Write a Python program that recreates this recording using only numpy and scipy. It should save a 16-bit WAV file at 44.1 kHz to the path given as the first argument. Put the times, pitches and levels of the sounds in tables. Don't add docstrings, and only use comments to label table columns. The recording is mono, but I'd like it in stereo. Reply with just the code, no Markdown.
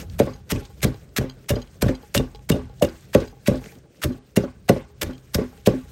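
import sys
import numpy as np
from scipy import signal
from scipy.fft import rfft, irfft
from scipy.io import wavfile
from scipy.ndimage import uniform_filter1d

SR = 44100
rng = np.random.default_rng(int(sys.argv[2]) if len(sys.argv) > 2 else 0)


def boost_factor(decibels):
    exponent = np.asarray(decibels, float) / 20
    return 10 ** exponent


def unload_audio(sound):
    columns = np.transpose(np.atleast_2d(sound))
    steps = np.round(np.clip(columns, -1, 1) * 32767)
    wavfile.write(sys.argv[1], SR, steps.astype(np.int16))


N = 260631
FREQ = np.fft.rfftfreq(N, 1 / SR)
TIME = np.arange(N) / SR

# first touch in seconds, rise in ms, fall in ms, level in dB,
# treble tilt in dB.
CRUSHES = [(0.1837, 9.2, 6.1, -24.5, 0.5), (0.4953, 9.5, 9.5, -23.5, -1), (0.8181, 12.7, 1.4, -21, 1.5),
           (1.1617, 3, 8.5, -21.5, -1), (1.4854, 7.8, 13.4, -24, 4), (1.8127, 12.6, 2.9, -18, 1),
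           (2.1434, 3.2, 32, -19, 3.5), (2.4895, 3, 2.4, -21, 0.5), (2.8195, 3.1, 45, -27.5, 3),
           (3.1322, 15.3, 2.9, -19.5, -1), (3.4595, 17.5, 8.1, -26.5, 3), (4.0174, 23.3, 14.6, -20, 0.5),
           (4.3588, 3.1, 2.9, -22, 2), (4.6818, 11, 4, -15, -4), (5.0114, 3.5, 1.5, -25.5, 3),
           (5.3356, 9.6, 15, -24.5, 2.5), (5.6547, 16.4, 6.9, -28.5, 8.5)]
# start in seconds, mortar ring in dB, pestle and cavity in dB,
# floor thud in dB, pitch the spot favours in Hz.
BLOWS = [(0.2009, -0.5, -5.5, -14.5, 479), (0.5202, -16, -13.5, -15.5, 415),
         (0.8481, -10.5, -9, -15.5, 438), (1.184, -14.5, -12, -14, 416), (1.504, -12.5, -12, -12, 570),
         (1.8258, -9, -8.5, -11, 445), (2.1507, -11.5, -27, -14, 555), (2.502, -8, -5, -14, 410),
         (2.8234, -1.5, -8, -20.5, 551), (3.1504, 1.5, -3.5, -13.5, 499), (3.482, -6.5, -4.5, -11, 445),
         (4.0414, -15.5, -15.5, -14, 481), (4.372, -6, -3.5, -17, 399), (4.6954, 0, -1.5, -13.5, 501),
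         (5.0349, -31.5, -27.5, -24.5, 420), (5.3508, -18, -12, -15, 578), (5.6728, 1, -4.5, -14.5, 445)]
# delay after the blow in ms, mortar in dB,
# pestle in dB, favoured pitch in Hz.
LIFTS = [(70.24, -18.5, -24.5, 390), (53.7, -25, -25.5, 300), (33.24, -23.5, -26.5, 460),
         (55.5, -22, -23, 440), (60.8, -16, -21.5, 484), (65.2, -12.5, -13.5, 470),
         (46.86, -12, -17.5, 450), (60.4, -17.5, -19.5, 360), (54.8, -46, -32, 850),
         (68.6, -18, -23.5, 425), (60.1, -19, -18.5, 540), (61.16, -28, -20, 430), (64.5, -18.5, -20, 515),
         (67.4, -16.5, -22, 470), (56.1, -29, -23.5, 490), (62.3, -18, -17, 450), (63.3, -22, -19, 532)]
# air squeezed ahead in dB, rim ring under the mortar's in dB, grain spray in dB.
STROKES = [(-1.5, -8.5, -45.5), (3, -40, -42.5), (-0.5, -12.5, -46.5), (1.5, -27.5, -48), (3, -39.5, -49.5),
           (-4, -17, -45), (-6.5, -15, -44.5), (-5, -14.5, -45.5), (6, -11.5, -48.5), (-9, -14.5, -47),
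           (-1, -18, -46.5), (-14, -32, -53.5), (-11.5, -13, -49.5), (2, -6, -46.5), (-6, -28, -50.5),
           (-5, -15, -49), (-4.5, -12.5, -47.5)]
# frequency in Hz, level in dB.
CRUSH_COLOUR = [(200, -4.5), (600, -5.5), (1100, 0), (1950, 4), (3500, -2), (5800, -7.5), (9300, -8),
                (11600, -4), (15900, -12.5), (16600, -44)]


def unit(x):
    return x / np.sqrt(np.mean(x ** 2))


def colour(x, points):
    hz, db = np.transpose(points)
    gain_db = np.interp(np.log(FREQ + 1), np.log(hz), db, left=-80, right=-80)
    return unit(irfft(rfft(x) * boost_factor(gain_db), N))


def walk(rate):
    hold = int(SR / rate)
    slewed = np.repeat(rng.standard_normal(N // hold + 1), hold)
    for _ in range(2):
        slewed = uniform_filter1d(slewed, hold, mode="wrap")
    return np.clip(unit(slewed[:N]), -2.5, 2.2)


def grains(points, spiky_db, shared):
    sizes = np.minimum(rng.exponential(size=(3, N)), 5)
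    cracks = rng.standard_normal((3, N)) * boost_factor(spiky_db * sizes)
    return colour(np.sqrt(shared) * cracks[0] + np.sqrt(1 - shared) * cracks[1:], points)


def mottle(x, patchy_db, rate):
    edges = 350 * 1.28 ** np.arange(17)
    total = 0
    for k, pair in enumerate(zip(edges, edges[1:])):
        band = signal.butter(2, pair, "band", fs=SR, output="sos")
        total = total + (-1) ** k * boost_factor(patchy_db * walk(rate)) * signal.sosfilt(band, x)
    return unit(total)


def strike(events, modes, push_ms, vary_db, detune, grip_ms=13.0, free=0.85, focus_db=40.0):
    out, t = np.zeros(N + SR), np.arange(SR // 4) / SR
    hz, db, t60 = np.transpose(modes)[:, :, None]
    chance = rng.uniform(-1, 1, (len(events), 2, len(modes), 1))
    push = 1 - np.exp(-(t * 1000 / push_ms) ** 2)
    shape = push * (free + (1 - free) * np.exp(-t * 1000 / grip_ms))
    for (s, peak_db, *favoured), (size, shift) in zip(events, chance):
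        octaves_off = np.abs(np.log2(hz / favoured[0])) if favoured else 0
        mode_db = db + vary_db * size - focus_db * octaves_off
        fade = boost_factor(mode_db - 60 * t / np.clip(t60, .005, .4))
        ring = shape * np.sum(fade * np.sin(2 * np.pi * hz * (1 + detune * shift) * t), axis=0)
        start = int(s * SR)
        out[start:start + len(ring)] += boost_factor(peak_db) * ring / np.abs(ring).max()
    return out[:N]


def place(x, pan_db, lead):
    late = np.interp(np.arange(N) - lead, np.arange(N), x)
    return np.array([x * boost_factor(pan_db / 2), late * boost_factor(-pan_db / 2)])


def crumbs(rows):
    out, t = np.zeros((2, N + SR)), np.arange(SR // 20) / SR
    grit = rng.standard_normal((len(rows), 3, len(t)))
    for (s, db, hz, t60_ms), g in zip(rows, grit):
        g = g[0] + 0.63 * g[1:]
        band = signal.butter(1, [hz / 1.35, min(hz * 1.2, .4 * SR)], "band", fs=SR, output="sos")
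        fade = np.clip(t / 0.00087, 0, 1) * boost_factor(-60 * t * 1000 / max(t60_ms, 3))
        edge = boost_factor(-16.5) * np.diff(g, prepend=0)
        burst = fade * (unit(signal.sosfilt(band, g)) + edge)
        start = int(s * SR)
        out[:, start:start + len(t)] += boost_factor(db) * burst / np.abs(burst).max()
    return out[:, :N] * boost_factor([[1.2], [-1.2]])


def kitchen():
    # frequency in Hz, level in dB per Hz.
    air_colour = [(15, 1.5), (25, -33), (118, 3.5), (342, 6.5), (558, 1), (937, -16.5), (8060, -26),
                  (10300, -39.5), (11500, -101), (15500, -44), (16800, -33.5)]
    # pitch in Hz, width in Hz, level in dB.
    hum_lines = [(130, 9.9, -53.5), (416, 13, -68), (810, 45, -83)]
    out = boost_factor(-60.0 + 1.5 * walk(2.48)) * grains(air_colour, spiky_db=3.0, shared=0.07)
    for hz, width, db in hum_lines:
        line = [(hz - width, -30), (hz, 0), (hz + width, -30)]
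        out = out + boost_factor(db + 2.0 * walk(14)) * grains(line, spiky_db=2.5, shared=0.84)
    return out


def settling():
    # time in seconds, crumbs trickling in dB, shudder of floor and hand in dB.
    restless = [(0.0, -43.5, -34.5), (0.06, -60, -34), (0.14, -56, -33.5), (0.33, -67, -40),
                (0.67, -61, -43), (1.3, -63.5, -50.5), (2.06, -61, -48.5), (2.6, -69, -41),
                (2.91, -59.5, -54.5), (3.399, -65, -45), (3.64, -53.5, -50), (3.85, -66, -51),
                (3.98, -64.5, -61), (4.6, -70, -48.5), (5.499, -60.5, -51.5), (5.91, -60.5, -43.5)]
    # frequency in Hz, level in dB.
    trickle_colour = [(700, -13), (1500, -1), (2500, -2.5), (5000, -6.5), (9200, -7.5), (11500, -7.5),
                      (15900, -9.5), (16500, -44.5)]
    squelch_colour = [(150, 17), (260, 10.5), (550, 6.5), (900, -10.5), (1500, -9.5), (2500, -28.5)]
    shudder_colour = [(20, -43.5), (45, 8.5), (80, 7.5), (130, -1.5), (200, -2), (300, -38)]
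    s, trickle_db, shudder_db = np.transpose(restless)
    blows = np.array(BLOWS)[:, 0]
    since = TIME - np.append(-1, blows)[np.searchsorted(blows, TIME)]
    pinned = np.clip(1 - since / 0.092, 0, 1)
    trickle_db = np.interp(TIME, s, trickle_db) - 7 * pinned
    shudder_db = np.interp(TIME, s, shudder_db) - 9.5 * pinned
    falling = mottle(grains(trickle_colour, spiky_db=3.5, shared=.5), patchy_db=2.6, rate=80)
    trickle = boost_factor(trickle_db + 2.5 + 2.2 * walk(24.8)) * falling
    squelch = boost_factor(trickle_db + 5.5 + 3.8 * walk(49)) * grains(squelch_colour, spiky_db=1.5, shared=0.84)
    shudder = boost_factor(shudder_db + 2.7 * walk(8.8)) * grains(shudder_colour, spiky_db=1.5, shared=0.89)
    return trickle + squelch + shudder


def dishes():
    # start in seconds, level in dB.
    nudges = [(0.029, -37), (0.349, -38), (0.395, -53), (0.62, -33.5), (0.7, -39), (0.942, -34),
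              (2.031, -34), (2.346, -33), (2.387, -41.5), (2.696, -37.5), (2.729, -44), (2.969, -65.5),
              (3.326, -38.5), (3.367, -43), (3.615, -35.5), (3.722, -38.5), (3.855, -49.5), (4.181, -43),
              (4.899, -45), (5.149, -44), (5.528, -39), (5.579, -43), (5.854, -43.5)]
    # frequency in Hz, level in dB, t60 in seconds.
    dish_modes = [(816.5, -1, 0.13), (1107, -10, 0.1), (1402, -12, 0.085), (445, 3.5, 0.07)]
    return place(strike(nudges, dish_modes, 1.8, vary_db=0, detune=0.018), 0.82, 11.6)


def snaps():
    # start in seconds, level in dB, pitch in Hz, t60 in ms.
    snap_rows = [(0.0983, -35.5, 4070, 12), (0.1995, -10, 1540, 2.5), (0.4928, -32, 3900, 8.7),
                 (0.5004, -35, 2000, 6), (0.5082, -40, 2350, 15), (0.518, -18, 6500, 6.9),
                 (0.5596, -46, 4500, 20), (0.6504, -36, 4000, 57), (0.806, -36, 2500, 8.7),
                 (0.83, -12.5, 2800, 4.6), (1.0914, -48.5, 4550, 10), (1.1702, -11.5, 3670, 12),
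                 (1.461, -47, 3000, 13), (1.493, -28, 2760, 7), (1.8243, -16, 4360, 14),
                 (1.882, -22.5, 1830, 98), (2.1494, -3.5, 1950, 2.3), (2.1765, -13, 4000, 13),
                 (2.315, -44.5, 9000, 9.2), (2.358, -37, 3200, 7.8), (2.393, -44, 2700, 6.6),
                 (2.4902, -31.5, 1600, 17), (2.5162, -27.5, 5000, 6.1), (2.7396, -49.5, 3000, 8.9),
                 (2.797, -39.5, 5500, 23), (2.8485, -24, 6140, 14), (3.008, -42.5, 9000, 8),
                 (3.046, -47.5, 5960, 8), (3.1337, -24, 1670, 32), (3.1469, -11.5, 2420, 21),
                 (3.201, -33, 4500, 110), (3.4615, -22.5, 2410, 66), (3.475, -11, 2500, 10),
                 (3.6408, -31, 2090, 14), (3.6591, -33.5, 2210, 14), (3.7135, -52, 2130, 12),
                 (3.722, -40, 2260, 7.5), (3.7529, -45, 3060, 16), (4.0178, -25, 1756, 48),
                 (4.0352, -12, 2052, 11), (4.3645, -17, 2820, 4), (4.6918, -26, 1950, 6.6),
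                 (5.0197, -11.5, 2980, 7.2), (5.1114, -38.5, 2160, 6.6), (5.18, -42, 3500, 10),
                 (5.3457, -11, 5340, 17), (5.5756, -43.5, 3000, 23), (5.6599, -17.5, 2860, 60)]
    return crumbs(snap_rows)


def knock_rows():
    # start in seconds, mortar in dB,
    # pestle and cavity in dB, floor in dB.
    slip_rows = [(0.1126, -72, -46, -34.5), (0.539, -51, -45, -22), (0.553, -23.5, -20, -56),
                 (0.831, -18.5, -27.5, -12), (0.889, -40, -27.5, -26), (1.2118, -19, -23.5, -33),
                 (1.535, -17, -19.5, -32.5), (1.8612, -18, -10.5, -18.5), (2.17, -14.5, -8.5, -11.5),
                 (2.5211, -25.5, -10.5, -41), (2.5405, -16.5, -19, -28.5), (2.6286, -67, -35, -32),
                 (3.5141, -16, -18.5, -39), (3.557, -33, -44, -32.5), (4.086, -50.5, -20, -41.5),
                 (5.0198, -18.5, -22, -30.5), (5.0629, -30, -28.5, -27), (5.385, -11, -13.5, -38),
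                 (5.7508, -31, -27, -47)]
    blows, lifts, slips = np.array(BLOWS), np.array(LIFTS), np.array(slip_rows)
    lift_s = blows[:, 0] + lifts[:, 0] / 1000
    lift_thud_db = blows[:, 3] - 22
    lifted = np.column_stack([lift_s, lifts[:, 1:3], lift_thud_db, lifts[:, 3]])
    rocked = lifted + [0.034, -18.5, -15, -0.5, 0]
    rocked[:, 0] += 0.01045 * rng.uniform(-1, 1, len(blows))
    slip_hz = 445 + 43.8 * rng.uniform(-1, 1, len(slips))
    return np.vstack([blows, lifted, rocked, np.column_stack([slips, slip_hz])])


def knocks():
    # frequency in Hz, level in dB, t60 in seconds.
    mortar_modes = [(415.6, -6, 0.2), (445, 3.5, 0.074), (512, 0, 0.14), (541, -4, 0.17), (570.7, 2, 0.11),
                    (656, -19.5, 0.018), (694, 2, 0.022), (843, -17, 0.42)]
    cavity_modes = [(168.2, 1.5, 0.091), (190.9, -1, 0.15), (216, 0.5, 0.098), (261.7, -4, 0.12),
                    (323.6, -4.5, 0.21), (364.3, -3, 0.18)]
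    floor_modes = [(46, 1.5, 0.35), (68.4, 5.5, 0.14), (82.8, 0.5, 0.15), (101.7, -4.5, 0.2),
                   (128.4, 5.5, 0.15)]
    pestle_modes = [(185.2, 0, 0.043), (219, 0.5, 0.069), (249.6, 2.5, 0.18), (299.6, -9.5, 0.12),
                    (368.5, -3, 0.11)]
    squeeze_modes = [(692, 2.5, 0.055), (730.5, 1.5, 0.028)]
    rim_modes = [(602, 3.5, 0.09), (706, 6, 0.077), (795, 2, 0.043), (833.4, -6.5, 0.11)]
    push_ms = (1.8, 3.12, 7.56)
    # favoured floor pitch in Hz, favoured cavity pitch in Hz.
    low_notes = [(118, 230), (77.5, 247), (118, 238), (105.4, 223), (112, 170), (106, 196), (95, 220),
                 (116, 205), (92, 260), (87, 263), (96, 194), (115, 330), (99, 207), (107.6, 230),
                 (76, 310), (77.3, 196), (120, 235)]
    # frequency in Hz, level in dB.
    debris_colour = [(400, -9.5), (700, 1), (830, 4.5), (960, -2.5), (1130, 5.5), (1300, -8.5), (1480, 1.5),
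                     (1750, -5.5), (2100, -5.5), (2850, -13.5), (6000, -23.5), (11500, -34), (16500, -57)]

    table = knock_rows()
    touches = np.array(CRUSHES)[:, 0]
    stroke = np.maximum(np.searchsorted(touches, table[:, 0]) - 1, 0)
    down = table[:, 0] - touches[stroke] < .05
    table = np.column_stack([table, np.array(low_notes)[stroke]])
    mortar = strike(table[:, [0, 1, 4]], mortar_modes, push_ms[0], vary_db=4.5, detune=0.024,
                    grip_ms=18.0, free=0.47, focus_db=21.0)
    cavity = strike(table[down][:, [0, 2, 6]], cavity_modes, push_ms[1], vary_db=2.5, detune=0.036,
                    grip_ms=5.3, free=0.32, focus_db=12.5)
    ahead = table[down][:, [0, 1]] - [.012, 24.0]
    ahead[:len(BLOWS), 1] += np.array(STROKES)[:, 0]
    squeeze = strike(ahead, squeeze_modes, 8.8, vary_db=0, detune=0.086)
    pestle = strike(table[~down][:, [0, 2]], pestle_modes, 3.37, vary_db=1.5, detune=0.039)
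    floor = strike(table[:, [0, 3, 5]], floor_modes, push_ms[2], vary_db=3.5, detune=0.084,
                   grip_ms=32.0, free=0.8, focus_db=8.0)
    rim_rows = [(s, db + rim_db) for (s, db, *_), (_, rim_db, _) in zip(BLOWS, STROKES)]
    rim = strike(rim_rows, rim_modes, 0.64, vary_db=6.0, detune=0.048)

    motion = np.abs(mortar) + 0.047 * np.abs(cavity + pestle)
    shaking = np.abs(uniform_filter1d(motion, size=500)) ** 0.52
    lumps = mottle(grains(debris_colour, spiky_db=2.5, shared=.5), patchy_db=3.2, rate=80)
    debris = boost_factor(-25) * shaking * lumps
    stone = place(mortar + squeeze + rim, 0.26, 8.0)
    hollow = place(cavity + pestle, 0.28, 12.5)
    return stone + hollow + place(floor, -0.84, 3.0) + debris


def crush():
    force = np.zeros(N)
    tilt_db = np.interp(TIME, *np.array(CRUSHES)[:, [0, 4]].T)
    for (s, rise, fall, db, _), (blow_s, *_) in zip(CRUSHES, BLOWS):
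        ms = (TIME - s) * 1000
        hold = max((blow_s - s) * 1000 - rise, .5)
        corners = np.cumsum([-1, 1, rise, hold, fall, 45.0])
        levels_db = [-21.5, -27.5, -5.5, -4.0, -28.0, -61.5]
        force += boost_factor(db + np.interp(ms, corners, levels_db, left=-120, right=-120))
    grit = grains(CRUSH_COLOUR, spiky_db=4.5, shared=0.4)
    dull = signal.sosfilt(signal.butter(2, 6500, fs=SR, output="sos"), grit)
    bright = boost_factor(tilt_db + 4.5) * (grit - dull)
    patchy = boost_factor(2.5 * walk(400))
    return force * patchy * (dull * boost_factor([[2.1], [-2.1]]) + bright) * boost_factor(1.5)


def chips():
    count, low_hz, high_hz, t60_s = 48, 898, 9000, 0.04
    out, t = np.zeros(N + SR), np.arange(SR // 25) / SR
    chance = rng.random((len(BLOWS), count, 3))
    for crushed, blow, lift, stroke, rows in zip(CRUSHES, BLOWS, LIFTS, STROKES, chance):
        for k, (when, pitch, size) in enumerate(rows):
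            if k < count // 3:
                s = blow[0] - (blow[0] - crushed[0]) * when ** 2
                db = crushed[3] - 7 - 9.2 * when
            else:
                s = blow[0] + 2.6 * when * lift[0] / 1000
                db = stroke[2] + 12 - 26.0 * when
                pitch = 0.85 * pitch
            hz = low_hz * (high_hz / low_hz) ** pitch
            fade = np.clip(t / 0.0031, 0, 1) * boost_factor(db - 8.0 * size - 60 * t / t60_s)
            start = int(s * SR)
            out[start:start + len(t)] += fade * np.sin(2 * np.pi * hz * t)
    return place(out[:N], 1.5, 0.94)


def spray():
    # frequency in Hz, level in dB.
    spray_colour = [(700, -9), (1200, -12.5), (2500, 4.5), (5000, 1), (9000, -5), (12000, -6.5),
                    (15900, -12)]
    force = np.zeros(N)
    for (s, *_), (lift_ms, *_), (*_, db) in zip(BLOWS, LIFTS, STROKES):
        lift_s = s + lift_ms / 1000
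        corners = [s, s + 0.0028, lift_s, lift_s + 0.005, lift_s + 0.38]
        force += boost_factor(db + np.interp(TIME, corners, [-40, -0.5, -4, -6.0, -64], left=-120, right=-120))
    crunch = mottle(grains(spray_colour, spiky_db=4.6, shared=.6), patchy_db=4.6, rate=75)
    return force * boost_factor(2.0 * walk(99)) * crunch


def stray_crumbs():
    # start in seconds, level in dB, pitch in Hz, t60 in ms.
    stray_rows = [(0.232, -32, 2780, 61), (0.361, -42, 4500, 9.1), (1.234, -39, 1700, 35),
                  (1.409, -53, 5100, 12), (1.444, -45, 1800, 12), (2.655, -44, 1550, 15),
                  (3.556, -36, 6000, 30), (3.68, -46, 6500, 40), (3.785, -51, 6500, 45),
                  (3.96, -54, 3000, 9.1), (4.335, -60, 13500, 10)]
    return crumbs(stray_rows)


def spoon():
    # start in seconds, level in dB, pitch the spot favours in Hz.
    clinks = [(0.334, -39, 5200), (0.705, -55, 4750), (0.9435, -43.5, 4500), (1.214, -44, 3200),
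              (1.2954, -34.5, 4430), (1.499, -18, 2800), (1.555, -35.5, 4400), (1.618, -40.5, 4300),
              (1.674, -54.5, 3300), (1.948, -38.5, 4400), (2.026, -51.5, 3590), (2.166, -19.5, 2922),
              (2.177, -11, 4000), (2.348, -42.5, 3550), (2.517, -15, 3230), (2.695, -53.5, 3200),
              (2.824, -22, 2850), (2.847, -23.5, 3100), (2.888, -40, 4800), (3.275, -33.5, 4700),
              (4.121, -43, 3600), (4.3631, -17.5, 2970), (5.1317, -41, 3200), (5.7992, -52, 3200)]
    # frequency in Hz, level in dB, t60 in seconds.
    bowl_modes = [(1430, -4, .07), (2270, -10, .07), (2950, -4, .08), (3214, -4, .11), (4086, 0, .06),
                  (4807, -3, .07), (5640, -12, .06), (6500, -6, .1), (7560, -14, .04), (8860, -14, .06)]
    slap_modes = [(2827, 0.5, 0.057), (3637, -7, 0.071), (3880, -22.5, .02), (5200, -0.5, 0.017),
                  (6100, -13.5, 0.005), (8600, 3, 0.022), (7840, 0.5, 0.024), (9420, -6, 0.035),
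                  (11100, -24.5, .015)]
    hard_db = -26.0
    light_rows = [c for c in clinks if c[1] < hard_db]
    hard_rows = [c for c in clinks if c[1] >= hard_db]
    light = strike(light_rows, bowl_modes, .15, vary_db=4.0, detune=.015, grip_ms=5.0, free=.4, focus_db=13.0)
    hard = strike(hard_rows, slap_modes, .25, vary_db=1.2, detune=.008, grip_ms=4.0, free=.45, focus_db=8.0)
    chatter = boost_factor(6.5 * walk(420)) * (light + hard)
    rubbing = uniform_filter1d(boost_factor(-4) * np.abs(light) + boost_factor(-8) * np.abs(hard), size=60)
    return place(chatter, 6.0, 1) + rubbing * grains(CRUSH_COLOUR, spiky_db=3.0, shared=.7)


def scrape():
    # time in seconds, level in dB.
    drag = [
        (3.56, -65.5),
        (3.62, -55),
        (3.66, -42),
        (3.7, -46.5),
        (3.76, -59),
        (3.82, -64),
    ]
    # frequency in Hz, level in dB.
    drag_colour = [(700, -16), (1300, -8.5), (2300, 5.5), (3200, -16), (6500, -7), (12000, -6.5),
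                   (16500, -36)]
    drag_db = np.interp(TIME, *np.transpose(drag), left=-120, right=-120)
    grit = grains(drag_colour, spiky_db=2.0, shared=0.4)
    return boost_factor(drag_db - 7.0) * mottle(grit, patchy_db=5.0, rate=110)


def walls(x, t60, wet_db):
    t = np.arange(SR // 3) / SR
    echoes = rng.standard_normal((2, len(t))) * boost_factor(-60 * t / t60) * np.clip(t / 0.00071, 0, 1)
    echoes = echoes / np.sqrt(np.sum(echoes[0] ** 2))
    return boost_factor(wet_db) * signal.fftconvolve(x[None], echoes, axes=1)[:, :N]


def scene():
    near = crush() + knocks() + spoon() + snaps() + dishes()
    loose = settling() + scrape() + spray() + chips() + stray_crumbs()
    return near + walls(near.mean(axis=0), t60=0.21, wet_db=-16.5) + loose + kitchen()


def drop_treble(x):
    # frequency in Hz, level in dB above which a band is kept.
    kept_above = [(8000, -99), (9500, -92), (11000, -81), (12500, -86), (14000, -93), (16000, -86.5)]
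    hz, _, frames = signal.stft([x[0] + x[1], x[0] - x[1]], SR, nperseg=2048)
    for first in range(368, 768, 16):
        band = slice(first, first + 16)
        level_db = 10 * np.log10(np.sum(np.abs(frames[:, band]) ** 2, axis=1) / 2 + 1e-18)
        keep_db = np.interp(hz[first], *np.transpose(kept_above))
        quiet = level_db.max(axis=0) < -48.0
        masked_db = np.where(quiet, level_db[::-1] - 8, -200)
        scatter_db = 2 * rng.standard_normal(level_db.shape)
        margin_db = level_db - np.maximum(keep_db, masked_db) + scatter_db
        frames[:, band] *= np.clip(margin_db / 2, 0, 1)[:, None]
    mid, side = signal.istft(frames, SR, nperseg=2048)[1][:, :N]
    return np.array([mid + side, mid - side]) / 2


def roll_off(x):
    return signal.sosfilt(signal.butter(12, 16970, fs=SR, output="sos"), x)


def record(dry):
    # frequency in Hz, left over right in dB, side gain in dB.
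    port_gains = [(30, 6.5, 4), (70, -0.5, -2.5), (150, -1, 0), (304, -1.5, -2.5), (1000, 1.5, 6.5),
                  (2000, 0, -0.5), (4000, 2, 4), (6500, 8.5, 1.5), (9000, -1.5, -1.5), (12100, 1, -7.5)]
    # frequency in Hz, phase by which left leads in radians.
    port_phase = [(0, 0), (7670, .5), (9220, -.8), (9910, -3.1), (10900, -3.8), (11400, -6), (12800, -6.4),
                  (13500, -8.7), (15200, -12.4), (16500, -12.6)]
    # frequency in Hz, width in Hz, depth in dB.
    treble_notches = [(10050, 160, -3.5), (13500, 840, -5.5)]
    hz, pan_db, side_db = np.transpose(port_gains)
    pan_db = np.interp(np.log(FREQ + 1), np.log(hz), pan_db)
    side_db = np.interp(np.log(FREQ + 1), np.log(hz), side_db)
    sign = np.array([[1], [-1]])
    left, right = rfft(dry)
    pair = ((left + right) + sign * boost_factor(side_db) * (left - right)) / 2
    lead = np.interp(FREQ, *np.transpose(port_phase))
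    turn = boost_factor(sign * pan_db / 2) * np.exp(.5j * lead * sign)
    notch_gain = boost_factor(sum(db * np.exp(-((FREQ - hz) / width) ** 2) for hz, width, db in treble_notches))
    top = np.clip((16150 - FREQ) / 300, 0, 1) ** 2
    bass_cut = signal.butter(2, 52.0, "high", fs=SR, output="sos")
    ports = signal.sosfilt(bass_cut, irfft(pair * turn * notch_gain * top, N))
    rounded = ports / (1 + np.abs(ports) ** 6) ** (1 / 6)
    mix = drop_treble(rounded)
    return roll_off(mix)


dry = scene()
out = record(dry)
unload_audio(out)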